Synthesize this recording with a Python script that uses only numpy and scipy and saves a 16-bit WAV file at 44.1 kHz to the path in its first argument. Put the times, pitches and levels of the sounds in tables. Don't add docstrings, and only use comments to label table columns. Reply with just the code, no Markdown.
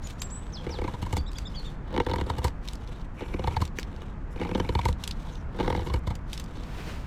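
import sys
import numpy as np
from scipy import signal
from scipy.fft import rfft, irfft, next_fast_len
from scipy.io import wavfile
from scipy.ndimage import uniform_filter1d

SR = 44100
rng = np.random.default_rng(int(sys.argv[2]) if len(sys.argv) > 2 else 0)


def transcribe(signal):
    frames = np.atleast_2d(signal).T
    limited = np.clip(frames, -1, 1)
    pcm = np.round(limited * 32767).astype(np.int16)
    wavfile.write(sys.argv[1], SR, pcm)


N = 311346
TIME = np.arange(N) / SR
BLOW = 6000

# start/s, end/s, drag/dB, chatter/dB, splintering/dB
STROKES = [(0.642, 1.214, -47.5, -64, 1), (1.899, 2.495, -42, -69, -0.5), (3.169, 3.666, -50, -49.5, -5),
           (4.386, 4.908, -45.5, -49, -3), (5.561, 5.972, -42.5, -69, -8.5)]
# t/s, rise/s, strength/dB, hardness/dB
SLIPS = [(0.663, 0.0036, -32, -5), (0.686, 0.0075, -35, 0), (0.7844, 0.0033, -32.5, -2),
         (.8145, 0.0022, -29.5, -1), (0.8372, 0.0055, -29.5, -2), (0.8759, 0.0026, -31, 11),
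         (0.934, 0.0047, -35.5, 7), (1.0209, 0.0047, -30.5, -0.5), (1.0619, 0.0027, -37, 10),
         (1.1263, 0.0019, -29, 3), (1.1662, 0.0013, -30, 7.5), (1.1711, 0.0041, -34, -12),
         (1.9018, 0.0038, -42.5, -3), (1.9392, 0.0023, -32, -1), (1.9475, 0.0012, -39, 5),
         (1.9633, 0.00082, -27.5, 5), (1.9768, 0.0011, -23, 0), (1.9995, 0.0018, -20.5, 5.5),
         (2.016, 0.0015, -44, 4), (2.0294, 0.0016, -47, 0), (2.0634, 0.0025, -25, -0.5),
         (2.0858, 0.0011, -35, -1), (2.095, 0.00165, -29.5, 0), (2.1129, 0.0014, -27, 4),
         (2.1341, 0.0021, -25, 7.5), (2.158, 0.0017, -28.5, 3), (2.1814, 0.0024, -29.5, 3),
         (2.2107, 0.0015, -27.5, -2), (2.2635, 0.0024, -38, -9), (2.298, 0.0019, -26, 9.5),
         (2.3811, 0.0032, -31.5, 4), (2.4423, 0.0034, -23.5, 4.5), (2.457, 0.003, -43, 7),
         (2.4731, 0.0036, -41.5, 10), (3.2067, 0.00082, -37, -3), (3.2183, 0.0033, -37.5, -14),
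         (3.2345, 0.0015, -42, 2), (3.2593, 0.0013, -44, 2), (3.285, 0.0022, -50, 6),
         (3.3394, 0.00149, -30, -11), (3.3924, 0.0019, -32, -7), (3.4386, 0.0024, -29.5, 6),
         (3.4717, 0.0031, -24.5, 10.5), (3.5198, 0.0023, -41, 11), (3.564, 0.0026, -26.5, 15),
         (3.614, 0.0036, -26, 6), (4.359, 0.0013, -39, 0), (4.373, 0.0016, -50, -1),
         (4.397, 0.0017, -35, -11), (4.412, 0.0027, -28, 0), (4.423, 0.0031, -35, -1),
         (4.4458, 0.0044, -30.5, 3), (4.469, 0.0015, -40.5, 5), (4.49, 0.0014, -34, -2),
         (4.5126, 0.0015, -29, -4), (4.547, 0.0034, -22.5, -5), (4.5757, 0.0025, -33, -4),
         (4.5981, 0.0016, -23.5, -0.5), (4.6437, 0.0026, -34, 2), (4.6896, 0.0019, -25.5, -3.5),
         (4.7214, 0.0022, -40, -1), (4.7506, 0.0012, -23.5, 4), (4.7878, 0.0029, -28, 15),
         (4.851, 0.0033, -23, 10.5), (4.884, 0.0018, -27.5, 1), (5.545, 0.0014, -43, -7),
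         (5.568, .0015, -46, -5), (5.5874, 0.0015, -32, 5), (5.5977, 0.0026, -24.5, 1),
         (5.606, 0.0024, -28, 5), (5.624, 0.0048, -31, -2), (5.645, 0.001, -36, -2),
         (5.6595, 0.0018, -35, -2), (5.6768, 0.0016, -24, 2), (5.7, 0.0018, -24, 5),
         (5.725, 0.0013, -28.5, 4), (5.7477, 0.0017, -26, 5), (5.774, 0.0017, -32.5, -4),
         (5.792, 0.0018, -33, 4), (5.8138, 0.0041, -36.5, -5), (5.8696, 0.0013, -35.5, -10),
         (5.896, 0.0028, -34.5, 7), (5.9369, 0.0025, -26, -3.5), (5.957, 0.0026, -38, -1),
         (6.069, 0.0037, -32, -0.5), (6.1018, 0.0054, -33.5, 6.5)]
def slips(reference_db=-30, detune=0.021, body_lag_s=0.0012, thump_lag_s=0.0034):
    out = np.zeros(N)
    for t, rise_s, strength_db, hardness_db in SLIPS + small_slips():
        (*_, splinter_db), along = progress(t)
        effort_db = strength_db - reference_db
        rasp_db = -43 + 4 * along + effort_db + 0.06 * hardness_db
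        fizz_db = -60.5 + 21.5 * along ** 1.44 + 0.94 * effort_db + splinter_db
        jolt_db = -42.5 - 11 * along + effort_db
        note_db = -37.5 + 1.5 * along + effort_db + 0.54 * hardness_db
        body_db = -29 - 5 * along + effort_db - 0.4 * hardness_db
        thump_db = -35 + 14 * along + 0.63 * effort_db
        tear, kicks = tear_force(rise_s, along), kick_force(0.45 * rise_s)
        stretch = 1 + detune * rng.standard_normal(3)
        add(out, t - BLOW / SR, burst(rasp(tear, stretch[0]), rasp_db))
        add(out, t - BLOW / SR, burst(fizz(tear), fizz_db))
        add(out, t + 1.1 * rise_s, burst(jolt(), jolt_db))
        add(out, t + 0.9 * rise_s, burst(stick_note(kicks, rise_s, along), note_db))
        add(out, t + body_lag_s, burst(body(kicks, stretch[1]), body_db))
        add(out, t + thump_lag_s, burst(thump(stretch[2] ** 4), thump_db))
    return out


def small_slips(count=6, strength_db=-43, spread_db=7, rise_s=0.00237):
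    rows = []
    for start, end, *_ in STROKES:
        for k in range(count):
            t = start + (end - start) * (k + rng.random()) / count
            offset_db, hardness_db = rng.uniform(-spread_db, spread_db, 2)
            rows.append((t, rise_s, strength_db + offset_db, hardness_db))
    return rows


def tear_force(rise_s, along, lead_s=0.00055, tail_s=0.004):
    before_s = (BLOW - np.arange(BLOW)) / SR
    strain = undb(-10) * np.sqrt(along) * np.exp(-before_s / (lead_s + rise_s))
    release = swell(rise_s) + undb(-24) * swell(tail_s)
    return np.r_[strain, release] * fibres(2 * BLOW, 9000, 2.8)


def kick_force(rise_s):
    kicks = swell(rise_s) * fibres(BLOW, 1500, 1.7)
    add(kicks, rise_s, np.array([-6.]))
    return kicks


# f/Hz, width/Hz, level/dB
BENDING_MODES = [(1212, 61, 4.5), (1590, 78, 5), (1914, 450, -1.5), (2240, 188, 5.5), (2940, 85, 1.5),
                 (3590, 500, -2.5), (4420, 420, -8.5), (5750, 260, -10.5)]
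def rasp(tear, stretch, spot_db=2.5):
    modes = [(hz, width, db + spot_db * rng.standard_normal()) for hz, width, db in BENDING_MODES]
    return ring(tear, modes, stretch)


# f/Hz, level/dB
FIZZ = [(3000, 1), (4700, 6.5), (6000, 8), (7900, 7), (9000, 2), (10500, 1), (12500, -3.5), (14500, -4),
        (16000, -19)]
def fizz(tear):
    return along_stick(colour(tear, FIZZ))


# f/Hz, level/dB
JOLT = [(150, -13.5), (600, 2), (1300, 0.5), (4000, -12), (6000, -24.5), (10000, -27), (16000, -62)]
def jolt():
    return colour(-signal.unit_impulse(BLOW), JOLT)


# f/Hz, width/Hz, level/dB
NOTE_MODES = [(820, 334, -12.5), (946, 108, 0), (1050, 190, -16.5), (1200, 110, -26)]
def stick_note(kicks, rise_s, along, start_hz=898, climb_hz=45.4, jitter=0.032):
    note_hz = (start_hz + climb_hz * along) * (1 + jitter * rng.standard_normal())
    drive = kicks + swell(0.83 * rise_s) * rng.standard_normal(BLOW)
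    return ring(drive, NOTE_MODES, note_hz / NOTE_MODES[1][0])


# f/Hz, width/Hz, level/dB
BODY_MODES = [(183.7, 12, 1), (264.4, 68, -0.5), (296.6, 56.5, 3.5), (360.5, 60, 1), (497.4, 37.7, 2.5),
              (736, 18, -23)]
def body(kicks, stretch):
    return colour(ring(kicks, BODY_MODES, stretch), [(80, -1.5), (180, -5), (750, -9.5), (1500, -18)])


# f/Hz, width/Hz, level/dB
GROUND_MODES = [(68.4, 9.3, 2), (108.3, 51, -3.5)]
def thump(stretch, push_s=0.0016):
    return ring(-swell(push_s), GROUND_MODES, stretch)


# t/s, level/dB, brightness/dB, knock/dB
TICKS = [(0.071, -42, -0.5, -61), (0.126, -61.5, 3, -73), (0.2181, -29, 0.5, -41.5), (1.3159, -51, -2, -66),
         (1.331, -52, 6, -69), (1.3838, -37, 1, -47), (2.48, -48.5, 9, -45), (2.676, -46, -8, -56),
         (2.685, -38, -7.5, -49), (2.733, -44, 1.5, -57), (2.754, -55, 12, -52), (2.8743, -55, -8, -66),
         (3.652, -40.5, -2, -51), (3.676, -48, -4, -56), (3.786, -36, -0.5, -30), (3.796, -43.5, 4.5, -60),
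         (3.829, -42.5, -7, -47), (3.962, -56.5, -7, -69), (4.8143, -49, -6, -58), (4.927, -46, -6, -55),
         (5.0378, -32, -3.5, -45), (5.076, -31.5, -0.5, -44), (5.1099, -37.5, -8.5, -58),
         (6.153, -41.5, 1, -49), (6.3302, -35.5, -3.5, -49), (6.338, -43.5, 4.5, -59),
         (6.3761, -38, -4.5, -51), (6.3974, -38, 0, -45), (6.44, -52, 5.5, -62), (6.46, -56, -5, -60)]
# f/Hz, level/dB
SNAP = [(1500, -9.5), (2500, 11.5), (3500, 17.5), (4500, 20), (5700, 16), (8000, -34.5)]
CRACK = [(3000, -19), (4700, 13), (6200, 0), (7900, 0.5), (9000, -8.5), (10500, -7), (12500, -11),
         (14500, -17), (16000, -36)]
def ticks(rise_s=0.00095, crumble_s=0.006):
    out = np.zeros(N)
    for t, db, bright_db, knock_db in TICKS:
        force = (swell(rise_s) + undb(-20) * swell(crumble_s)) * fibres(BLOW, 14000, 2.4)
        add(out, t, burst(ring(force, [(288, 200, 0), (504, 160, 0), (1025, 200, 0)]), knock_db - 3))
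        add(out, t, burst(ring(force, [(1390, 170, 0.5), (2170, 1000, 4.6)]), knock_db - 1.5))
        add(out, t, burst(colour(force, SNAP), db - bright_db / 2))
        add(out, t, burst(colour(force, CRACK), db + bright_db / 2))
    return out


# centre/s, length/s, level/dB
HISS_SWELLS = [(.075, 0.14, -51.5), (.22, 0.15, -59), (1.18, 0.061, -57), (1.38, 0.17, -54.5),
               (2.46, 0.083, -51), (2.69, 0.15, -54), (3.63, 0.082, -54), (3.795, 0.095, -54),
               (4.88, 0.098, -55), (5.06, 0.16, -50), (6.11, 0.19, -64), (6.365, 0.21, -53)]
# centre/s, length/s, hiss/dB, drag/dB
RETURNS = [(.42, 0.65, -59.5, -54), (1.61, 0.33, -54, -54), (2.91, 0.36, -58, -53.5),
           (3.99, 0.37, -59, -52), (5.28, 0.34, -56.5, -58), (6.57, 0.35, -56.5, -53.5)]
# f/Hz, width/Hz, level/dB
SCRAPE_MODES = [(673, 390, 1), (935, 170, 10), (1270, 370, -0.5), (1840, 320, -0.5), (2950, 130, -13),
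                (3790, 1050, -5)]
# f/Hz, level/dB
HISS = [(900, -5), (2000, 6), (3600, 7.5), (5200, 2), (7800, -2.5), (9000, -7), (10500, -7.5), (12500, -11),
        (14300, -15), (16000, -19)]
def slide(floor_db=-80, sag_db=-5, grip_db=3, grip_hz=110):
    hiss_gain = undb(floor_db) + passes(HISS_SWELLS) + passes(RETURNS)
    drag_gain = passes(RETURNS, column=3)
    for start, end, drag_db, _, splinter_db in STROKES:
        push = pressure(start, end)
        hiss_gain += push * undb(-55 + 0.73 * splinter_db)
        drag_gain += push * undb(drag_db + sag_db * ramp(start, end))
    grain = fibres(N, 6000, 1.5) * undb(grip_db * walk(grip_hz))
    catches = signal.fftconvolve(np.abs(fibres(N, 90, 1)), swell(.001))[:N]
    splinters = unit(catches * rng.standard_normal(N))
    drive = unit(grain) + undb(-3) * splinters
    wood = unit(ring(drive, BODY_MODES)) + undb(-2) * unit(ring(drive, SCRAPE_MODES))
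    wood += undb(-11) * noise(HISS, along_stick(splinters))
    hiss = noise(HISS, along_stick(grain, rebound=0.13, trip_hz=1980))
    return (hiss * hiss_gain + wood * drag_gain) * moving()


def skids(bite_hz=2330, skate_hz=3800, fade_s=0.42, grip_db=7.5, grip_hz=150):
    grit = fibres(N, 5000, 1.7) * undb(grip_db * walk(grip_hz))
    bite_gain, skate_gain = np.zeros(N), passes(RETURNS) * undb(-8)
    for start, end, drag_db, chatter_db, _ in STROKES:
        push = pressure(start, end) * np.exp(-np.maximum(TIME - start, 0) / fade_s)
        bite_gain += push * undb(chatter_db)
        skate_gain += push * undb(drag_db - 14)
    return band(grit, bite_hz, 600) * bite_gain + band(grit, skate_hz, 2600) * skate_gain


# start/s, end/s, level/dB
SLICES = [(0.647, 1.246, -74), (2.062, 2.49, -71), (3.141, 3.68, -68), (4.305, 4.923, -67.5),
          (5.558, 6.001, -66.5)]
# f/Hz, width/Hz, level/dB
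BLADE_MODES = [(5400, 480, 5), (7340, 690, 3), (8100, 550, 1), (9800, 1000, -0.5), (12500, 1100, -4),
               (14000, 900, -14)]
def slicing(growth_db=3):
    grain = fibres(N, 14000, 1) * undb(2.5 * walk(70))
    gain = sum(contact(start, end) * undb(db + growth_db * ramp(start, end)) for start, end, db in SLICES)
    return unit(along_stick(ring(grain, BLADE_MODES))) * gain * moving()


# centre/s, length/s
STALLS = [(1.961, 0.01), (1.994, 0.013), (2.044, 0.059)]
def moving():
    return 1 - .8 * passes([(t, length_s, 0) for t, length_s in STALLS])


# start/s, end/s, start f/Hz, end f/Hz, level/dB
RUBS = [(2.897, 2.988, 3820, 3700, -68), (3.165, 3.255, 2320, 2470, -51.5), (5.247, 5.31, 3650, 3500, -59),
        (5.316, 5.422, 6450, 5670, -65.5), (6.57, 6.632, 3970, 3570, -60)]
# centre/s, length/s, level/dB
TOUCHES = [(5.275, 0.058, -48.5)]
def rubs(half_width_hz=380, grip_db=3, grip_hz=120):
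    grit = signal.sosfilt(signal.butter(2, half_width_hz, fs=SR, output="sos"), rng.standard_normal(N))
    grit = unit(grit * undb(grip_db * walk(grip_hz)))
    out = unit(ring(fibres(N, 6000, 0.92), NOTE_MODES)) * passes(TOUCHES)
    for start, end, start_hz, end_hz, db in RUBS:
        phase = 2 * np.pi * np.cumsum(np.interp(TIME, [start, end], [start_hz, end_hz])) / SR
        out += undb(db) * contact(start, end) * grit * np.sqrt(2) * np.cos(phase)
    return out


# t/s, level/dB
SLEEVE = [(6.62, -56), (6.72, -48), (6.8, -42), (6.9, -43.5), (7.0, -48.5), (7.06, -51.5)]
# f/Hz, level/dB
CLOTH = [(150, 1), (300, 12), (1000, 4), (2500, 2), (4500, -4.5), (8000, -13.5), (11000, -19.5),
         (13500, -40), (16000, -40)]
def sleeve():
    sizzle = band(rng.standard_normal(N), hz=13200, width_hz=3000)
    cloth = noise(CLOTH, rng.standard_normal(N)) + undb(-24) * sizzle
    return cloth * undb(np.interp(TIME, *np.transpose(SLEEVE), left=-120) + 1.2 * walk(45))


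# t/s, length/s, f/Hz, glide/(Hz/s), level/dB
WHISTLES = [(0.032, 0.046, 7450, -17000, -49), (0.194, 0.074, 7590, 3, -45), (0.299, 0.1, 7780, 1998, -45)]
# t/s, length/s, top f/Hz, fall/(Hz/s), level/dB, fade/dB
SLURS = [(0.525, 0.096, 6560, 61000, -43, 5.5), (0.701, 0.086, 6100, 42000, -45, 5)]
# t/s, length/s, arch f/Hz, arch level/dB, flick f/Hz, flick level/dB, flick length/s
CHIRPS = [(1.161, 0.026, 3510, -46, 4670, -48, 0.027), (1.261, 0.035, 3895, -47, 5300, -55, .018),
          (1.348, 0.026, 3370, -49, 4720, -50, .028), (1.451, 0.03, 3650, -44, 5050, -51, 0.02),
          (1.539, 0.031, 3260, -45.5, 4400, -45.5, .06), (1.64, 0.052, 3650, -49.5, 4380, -65, .028)]
def bird(scoop_s=0.0055, lowest_hz=3280, flick_lag_s=0.017):
    out = np.zeros(N)
    wobble_hz = 90 * walk(450)

    def sing(t, hz, db, octave_gain=0):
        u = np.linspace(0, 1, len(hz))
        phase = 2 * np.pi * np.cumsum(hz + wobble_hz[int(t * SR):][:len(hz)]) / SR
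        envelope = undb(db - 1) * 2 * np.sqrt(2 * u * (1 - u))
        add(out, t, envelope * (np.sin(phase) + octave_gain * np.sin(2 * phase)))

    for t, length_s, hz, glide, db in WHISTLES:
        age = clock(length_s)
        sing(t, hz * (1 - 0.49 * np.exp(-age / scoop_s)) + glide * age, db)
    for t, length_s, hz, fall, db, fade_db in SLURS:
        age = clock(length_s)
        sing(t, np.maximum(hz - fall * age, lowest_hz), db - fade_db * age / length_s)
    for t, length_s, arch_hz, arch_db, flick_hz, flick_db, flick_s in CHIRPS:
        arch = 1 - 0.112 * np.linspace(-1, 1, int(length_s * SR)) ** 2
        flick = 1 - 0.0525 * np.linspace(-1, 1, int(flick_s * SR))
        sing(t, arch_hz * arch, arch_db, octave_gain=undb(-18))
        sing(t + flick_lag_s, flick_hz * flick, flick_db)
    return out + undb(-6) * scatter(out, t60_s=0.028) + undb(-8) * scatter(out, t60_s=0.42)


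# f/Hz, level/dB
FOREST = [(15, -5), (28, 4.5), (48, 2.5), (75, -3), (110, -7), (170, -8), (260, -14.5), (400, -22.5),
          (700, -25), (1000, -25), (1600, -30), (2500, -40), (3800, -53), (7000, -58), (16000, -82)]
def forest(level_db=-35):
    drift_db = .5 * walk(5)
    return noise(FOREST, rng.standard_normal(N)) * undb(level_db + drift_db)


def along_stick(x, rebound=0.34, trip_hz=720):
    size = next_fast_len(len(x))
    trip = np.exp(-2j * np.pi * np.fft.rfftfreq(size, 1 / SR) / trip_hz)
    return irfft(rfft(x, size) / (1 - rebound * trip), size)[:len(x)]


def scatter(x, t60_s):
    t = clock(0.5)
    echoes = rng.standard_normal(len(t)) * np.exp(-np.log(1000) * t / t60_s)
    return signal.fftconvolve(x, echoes / np.linalg.norm(echoes))[:N]


def widen(mid, phase_rad=1.25):
    side_spectrum = [(100, -75), (700, -51), (1400, -39), (2800, -35), (5600, -25), (9500, -19),
                     (11000, -11), (12300, 3), (16000, 3)]
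    size = next_fast_len(N)
    shimmer = 1 + .5 * walk(250)
    response = np.exp(1j * phase_rad) * bin_gains(side_spectrum, size)
    side = irfft(rfft(mid * shimmer, size) * response, size)[:N]
    return np.array([mid + side, mid - side])


def progress(t):
    stroke = min(STROKES, key=lambda row: abs(t - (row[0] + row[1]) / 2))
    return stroke, ramp(stroke[0], stroke[1], t)


def ramp(start, end, t=TIME):
    return np.clip((t - start) / (end - start), 0, 1)


def pressure(start, end, bite_s=0.028, lift_s=0.016):
    return (1 + np.tanh((TIME - start) / bite_s / 2)) * (1 + np.tanh((end - TIME) / lift_s / 2)) / 4


def contact(start, end, land_s=.004, leave_s=0.0086):
    return ramp(start, start + land_s) * (1 - ramp(end - leave_s, end))


def passes(rows, column=2):
    return sum(undb(row[column]) * np.cos(np.pi * np.clip((TIME - row[0]) / row[1], -.5, .5))
               for row in rows)


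def swell(rise_s):
    u = TIME[:BLOW] / rise_s
    return u * np.exp(1 - u)


def fibres(size, per_s, spread_db):
    fractures = (rng.random(size) < per_s / SR) * rng.standard_normal(size)
    return unit(fractures * undb(spread_db * np.clip(rng.standard_normal(size), -2, 2)))


def walk(rate_hz):
    hold = int(SR / rate_hz)
    steps = np.repeat(rng.standard_normal(N // hold + 1), hold)
    return unit(uniform_filter1d(uniform_filter1d(steps, hold), hold)[:N])


def ring(x, modes, stretch=1):
    size = next_fast_len(len(x))
    jf = 1j * np.fft.rfftfreq(size, 1 / SR)
    response = sum((-1) ** k * undb(db) * jf * width / (jf ** 2 + jf * width + (hz * stretch) ** 2)
                   for k, (hz, width, db) in enumerate(modes))
    return irfft(rfft(x, size) * response, size)[:len(x)]


def band(x, hz, width_hz):
    mode = [(hz, width_hz, 0)]
    return unit(ring(ring(x, mode), mode))


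def bin_gains(points, size):
    hz, db = np.transpose(points)
    f = np.maximum(np.fft.rfftfreq(size, 1 / SR), 1)
    return undb(np.interp(np.log(f), np.log(hz), db))


def colour(x, points):
    cepstrum = irfft(np.log(bin_gains(points, len(x))), len(x))
    cepstrum[1:] *= 2
    cepstrum[len(x) // 2:] = 0
    return irfft(rfft(x) * np.exp(rfft(cepstrum)), len(x))


def noise(points, source):
    return unit(colour(np.resize(source, next_fast_len(N)), points)[:N])


def burst(x, db, window_s=.01):
    return x * undb(db) * np.sqrt(window_s * SR / np.sum(x ** 2))


def add(out, t, x):
    i = max(int(t * SR), 0)
    out[i:i + len(x)] += x[:max(len(out) - i, 0)]


def clock(length_s):
    return TIME[:int(length_s * SR)]


def undb(db):
    return 10 ** (np.asarray(db) / 20)


def unit(x):
    return x / np.sqrt(np.mean(x ** 2))


def scene(echo_db=-27):
    work = slips() + ticks() + slide() + skids() + slicing() + rubs() + sleeve()
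    return widen(work + undb(echo_db) * scatter(work, t60_s=0.4) + bird() + forest())


def record(dry):
    return signal.sosfilt(signal.ellip(8, .2, 70, 15900, fs=SR, output="sos"), dry)


dry = scene()
out = record(dry)
transcribe(out)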